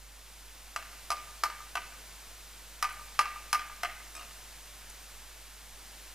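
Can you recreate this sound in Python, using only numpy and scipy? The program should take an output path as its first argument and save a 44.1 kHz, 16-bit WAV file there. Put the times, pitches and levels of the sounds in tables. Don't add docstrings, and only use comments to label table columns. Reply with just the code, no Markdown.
import sys
import numpy as np
from scipy import signal
from scipy.fft import rfft, irfft, next_fast_len
from scipy.io import wavfile
from scipy.ndimage import map_coordinates

SR = 44100
rng = np.random.default_rng(int(sys.argv[2]) if len(sys.argv) > 2 else 0)


def volts_from_decibels(level):
    exponent = np.asarray(level, float) / 20
    return 10 ** exponent


def persist_wave(psi):
    counts = np.round(np.clip(psi, -1, 1) * 32767).astype(np.int16)
    wavfile.write(sys.argv[1], SR, np.atleast_2d(counts).T)


N = 270774

# [f/Hz, level/dB]
CONTACT_NOISE = [(250, -45), (600, -16), (1200, 6.5), (2800, -16.5), (3500, -18), (4500, -5.5), (6200, -8),
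                 (7300, -15), (10500, -16), (13000, -14.5), (16400, -41)]


def unit(x):
    return x / np.sqrt(np.mean(x ** 2) + 1e-20)


def along(points, hz):
    f, v = np.transpose(points)
    return np.interp(np.log(hz + 1), np.log(f + 1), v)


def filtered(x, response):
    m = next_fast_len(x.shape[-1] + 4096)
    spectrum = rfft(x, m) * response(np.fft.rfftfreq(m, 1 / SR))
    return irfft(spectrum, m)[..., :x.shape[-1]]


def coloured(points, t):
    return unit(filtered(rng.standard_normal(len(t)), lambda f: volts_from_decibels(along(points, f))))


def wobble(rate_hz):
    knots = rng.standard_normal(int(N * rate_hz / SR) + 4)
    return map_coordinates(knots, [np.arange(N) * rate_hz / SR])


def ring(modes, t):
    scatter_db, scatter_pitch = 2, .006
    hz, db, t60 = np.transpose(modes)[:, :, None]
    luck = rng.standard_normal((2, len(modes), 1))
    envelope = volts_from_decibels(db + scatter_db * luck[0] - 60 * t / t60)
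    waves = envelope * np.sin(2 * np.pi * hz * (1 + scatter_pitch * luck[1]) * t)
    return waves.sum(0) / np.linalg.norm(volts_from_decibels(db))


def contacts():
    # [t/s, force/dB, brick tone/dB (0 square, weak near the edge), steel/dB, hollow/dB]
    blows = [
        (0.7616, -26.5, -6, -7, -13.5),
        (1.1035, -27, 1, -1.5, -8.5),
        (1.4359, -22, -1, -3.5, -15),
        (1.7536, -22.5, -9, -12.5, -9),
        (2.8257, -20.5, -3.5, -7, -25),
        (3.1911, -16.5, 1.5, -8.5, -20.5),
        (3.529, -18, -3, -5, -17),
        (3.8327, -22.5, -16.5, -11, -7),
    ]
    # [flight/s, loss/dB, gain of the brick tone/dB]
    rebounds = [(.0275, -14, -3), (.0131, -2.5, 0.5), (.0185, -13, 4.5), (.0166, -4, 1.5),
                (0.017, -4.5, 3.5), (.0182, -8, -6.5), (.017, -6, 3.5), (0.015, -3.5, 5.5)]
    hop_s, hop_db, hop_tone_db = 0.0065, -3.5, -1.5
    square_knock_db, square_clack_db = -6.5, -5
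    edge_knock, edge_clack = -0.79, 0.17
    rebound_hollow_db, rebound_knock_db, rebound_steel_db = -31, -1, -3.5
    for blow, rebound in zip(blows, rebounds):
        s, db, tone_db, steel_db, hollow_db = blow
        flight_s, loss_db, gain_db = rebound
        knock_db = square_knock_db - edge_knock * tone_db
        clack_db = square_clack_db - edge_clack * tone_db
        yield s, s, db, tone_db, hollow_db, knock_db, clack_db, steel_db
        light = (hollow_db + rebound_hollow_db, knock_db + rebound_knock_db,
                 clack_db, steel_db + rebound_steel_db)
        back_s, back_db, back_tone_db = s + flight_s, db + loss_db, tone_db + gain_db
        yield back_s, s, back_db, back_tone_db, *light
        yield back_s + hop_s, s, back_db + hop_db, back_tone_db + hop_tone_db, *light


def taps():
    # [f/Hz, t60/s, after-ring level/dB, after-ring t60/s]
    brick_tone = (1204, .072, -30, .7)
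    # [f/Hz, level/dB, t60/s]
    overtones = [(1238, 18.5, 0.045), (1420, -25, 0.048), (1519, 15, 0.064), (1573, 4, 0.053),
                 (1797, -3, 0.059), (2060, 10, 0.052), (2195, 6, 0.074), (2300, -19, 0.036),
                 (2620, 6, 0.011), (2595, 11.5, 0.027), (2723, 13, 0.029), (2985, 12.5, 0.03),
                 (3270, 0.5, 0.09)]
    # [f/Hz, level/dB]
    mortar = [(500, -60), (700, 15), (1300, -5), (2000, 12), (2800, 8.5), (3300, -10.5), (3700, -26.5)]
    # [f/Hz, level/dB, t60/s]
    form_air = [(704, 0, .11), (445, -8, 0.025), (760, -1, 0.048)]
    # [f/Hz, level/dB, t60/s]
    form_wood = [(789, -5, 0.24), (850, 8.5, 0.09), (966, 12.5, 0.06), (1095, 2, 0.056)]
    # [f/Hz, level/dB, t60/s]
    blade = [(4000, 9, 0.04), (4160, -29, 0.085), (5150, 4, 0.024), (4900, -28, 0.022), (5380, 2.5, 0.069),
             (5170, -15, 0.057), (5240, 11, 0.016), (6650, 8.5, 0.017), (7830, -12, 0.015),
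             (8090, 5.5, 0.039), (9400, -52.5, 0.01), (10500, 5, 0.029), (10700, 8, 0.02),
             (11600, -7, 0.012)]
    crunch_db, onset_s = -9, .00035
    out, t = np.zeros(N + SR), np.arange(SR * 2 // 5) / SR
    hz, t60, after_db, after_t60 = brick_tone
    for s, blow_s, db, tone_db, hollow_db, knock_db, clack_db, steel_db in contacts():
        decay = volts_from_decibels(-60 * t / t60) + volts_from_decibels(after_db - 60 * t / after_t60)
        tone = decay * np.sin(2 * np.pi * hz * (t + s - blow_s))
        crunch = volts_from_decibels(crunch_db - 60 * t / 0.054) * coloured(mortar, t)
        brick = volts_from_decibels(tone_db) * tone + volts_from_decibels(clack_db) * (ring(overtones, t) + crunch)
        form = volts_from_decibels(hollow_db) * ring(form_air, t) + volts_from_decibels(knock_db) * ring(form_wood, t)
        crack_decay = volts_from_decibels(-60 * t / 0.0097) + volts_from_decibels(-9 - 60 * t / 0.087)
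        crack = volts_from_decibels(6.5) * coloured(CONTACT_NOISE, t) * crack_decay
        steel = volts_from_decibels(steel_db - 2.5) * (ring(blade, t) + crack)
        onset = 1 - np.exp(-t / onset_s)
        out[round(s * SR):][:len(t)] -= volts_from_decibels(db + 2.5) * (brick + form + steel) * onset
    return out[:N]


def rattle():
    # [t/s, peak level/dB]
    touches = [(4.1514, -38), (4.165, -38), (4.1764, -40), (4.1826, -45), (4.194, -40), (4.2036, -52),
               (4.2105, -38.5), (4.222, -41), (4.2302, -41), (4.246, -47), (4.268, -51), (4.31, -46)]
    # [f/Hz, level/dB, t60/s]
    body = [(697, -9, 0.14), (1242, 2, 0.082), (1495, -4, 0.046), (2070, -15, .04), (3740, -9, 0.082)]
    # [f/Hz, level/dB, t60/s]
    jingle = [(5300, 0, 0.044), (6300, -5, 0.04), (7900, 4, .04), (9600, -2, .05), (11300, -8, .04)]
    tip_hz, tip_rise_hz_per_s, tip_top_hz, tip_db = 2540, 3700, 2750, -3.5
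    tip_waver = 0.021
    jingle_start_db, jingle_fade_db_per_s = 3.5, -230
    out, t = np.zeros(N + SR), np.arange(SR // 5) / SR
    for s, db in touches:
        since_s = s - touches[0][0]
        lifted_hz = min(tip_hz + tip_rise_hz_per_s * since_s, tip_top_hz)
        lifted_hz = lifted_hz * (1 + tip_waver * rng.standard_normal())
        jingle_db = jingle_start_db + jingle_fade_db_per_s * since_s
        tip = volts_from_decibels(tip_db) * ring([(lifted_hz, 0, .04)], t)
        touch = ring(body, t) + tip + volts_from_decibels(jingle_db) * ring(jingle, t)
        scrape = volts_from_decibels(-3 - 60 * t / .04) * coloured(CONTACT_NOISE, t)
        out[round(s * SR):][:len(t)] += volts_from_decibels(db - 4.0) * (touch + scrape)
    return out[:N]


def grit():
    # [t/s, level/dB, f/Hz]
    ticks = [
        (2.899, -41, 10300),
        (2.926, -42, 10400),
        (4.899, -40, 10700),
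        (4.902, -42, 7070),
        (4.910, -46, 6900),
    ]
    out, t = np.zeros(N + SR), np.arange(SR // 20) / SR
    for s, db, hz in ticks:
        modes = [(.85 * hz, -2, .015), (hz, 0, .02), (1.2 * hz, -3, .015)]
        out[round(s * SR):][:len(t)] += volts_from_decibels(db) * ring(modes, t)
    return out[:N]


def surroundings(x):
    echo_s = (.064, .088, .1121, .1678)
    # [level/dB, thin below f/Hz, dull above f/Hz]
    walls = [
        (-11.5, 1160, 5000),
        (-21, 1540, 5900),
        (-30, 700, 4000),
        (-15, 780, 1500),
    ]
    # [f/Hz, t60/s]
    yard = [(300, 0.29), (1200, 0.69), (2500, 0.8), (6000, 0.18), (12000, 0.18)]
    # [f/Hz, level/dB]
    scatter = [(300, 3.5), (750, -10), (1050, -17), (1200, -22.5), (1400, -12), (2300, -9), (5000, -14),
               (12000, -4)]
    build_up_s = 0.0028

    def echoes(f):
        total = 0
        for s, (db, low_hz, top_hz) in zip(echo_s, walls):
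            band = (1j * f / (low_hz + 1j * f) / (1 + 1j * f / top_hz)) ** 2
            total = total + volts_from_decibels(db) * np.exp(-2j * np.pi * f * s) * band
        return total

    out = np.pad(x + filtered(x, echoes), (0, SR))
    step = SR // 3
    for start in range(0, N, step):
        hz, t, z = signal.stft(rng.standard_normal(SR // 2), SR, nperseg=256)
        decay = volts_from_decibels(-60 * t / along(yard, hz)[:, None])
        tail = signal.istft(z * decay, SR, nperseg=256)[1]
        tail = tail * np.clip(np.arange(len(tail)) / SR / build_up_s, 0, 1)
        wet = signal.fftconvolve(x[start:start + step], tail / np.linalg.norm(tail))
        out[start:start + len(wet)] += filtered(wet, lambda f: volts_from_decibels(along(scatter, f)))
    return out[:N]


def ports(a, b):
    # [f/Hz, correlation]
    alike = [(60, .97), (200, .97), (350, .985), (600, .9995), (2500, .999), (4000, .94), (6000, .86),
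             (9000, .76), (12000, .7), (16000, .62)]
    # [f/Hz, level/dB]
    tilt = [(60, -2.5), (150, -.5), (300, 0)]

    def shares(f):
        turn = np.arccos(np.clip(along(alike, f), -1, 1)) / 2
        return np.array([np.cos(turn), np.sin(turn)])

    mid, side = filtered(np.array([a, b]), shares)
    pair = np.array([mid + side, mid - side])
    return filtered(pair, lambda f: volts_from_decibels(along(tilt, f) * np.array([[.5], [-.5]])))


def hiss():
    # [t/s, level/dB]
    course = [(0.0, -56.5), (0.91, -52.5), (4.3, -52), (5.58, -53.5), (6.14, -52.5)]
    # [f/Hz, density/dB per Hz]
    spectrum = [(20, -33), (70, -2.5), (150, -5), (400, -6), (700, -2.5), (1700, -2), (4000, -3),
                (7500, -4), (11000, -5.5), (14700, -7), (16000, -13)]
    s, db = np.transpose(course)
    a, b = unit(filtered(rng.standard_normal((2, N)), lambda f: volts_from_decibels(along(spectrum, f))))
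    level_db = np.interp(np.arange(N) / SR, s, db) + 2.13 + 0.37 * wobble(2.82)
    return volts_from_decibels(level_db) * ports(a, b)


def hum():
    # [f/Hz, rms level/dB]
    mains = [(50.0, -55.7), (120, -77)]
    # [f/Hz, density/dB per Hz]
    pressure = [(1, 0), (4, -1), (8, -6), (15, -13), (25, -17), (35, -16), (45, -18), (65, -26), (90, -60)]
    t = np.arange(N) / SR
    lines = 0
    for hz, db in mains:
        lines = lines + volts_from_decibels(db + 3 + 0.67 * wobble(9)) * np.sin(2 * np.pi * hz * t)
    drift = volts_from_decibels(-61.0) * coloured(pressure, t)
    return (lines + drift) * volts_from_decibels([[-1.45], [1.45]])


def scene():
    low_hz = 330
    work = surroundings(taps() + rattle() + grit())
    work = filtered(work, lambda f: (1j * f / (low_hz + 1j * f)) ** 4)
    return work + hiss() + hum()


def roll_off(x):
    return signal.sosfilt(signal.butter(12, 16430, fs=SR, output="sos"), x)


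def record(dry):
    # [f/Hz, level/dB]
    top_band = [(15230, 0), (15330, -19), (16200, -30), (16500, -80)]
    lead_s = .000023

    def response(f):
        lead = np.exp(-1j * np.pi * f * lead_s * np.array([[1], [-1]]))
        return lead * volts_from_decibels(along(top_band, f))

    return roll_off(filtered(dry, response))


dry = scene()
out = record(dry)
persist_wave(out)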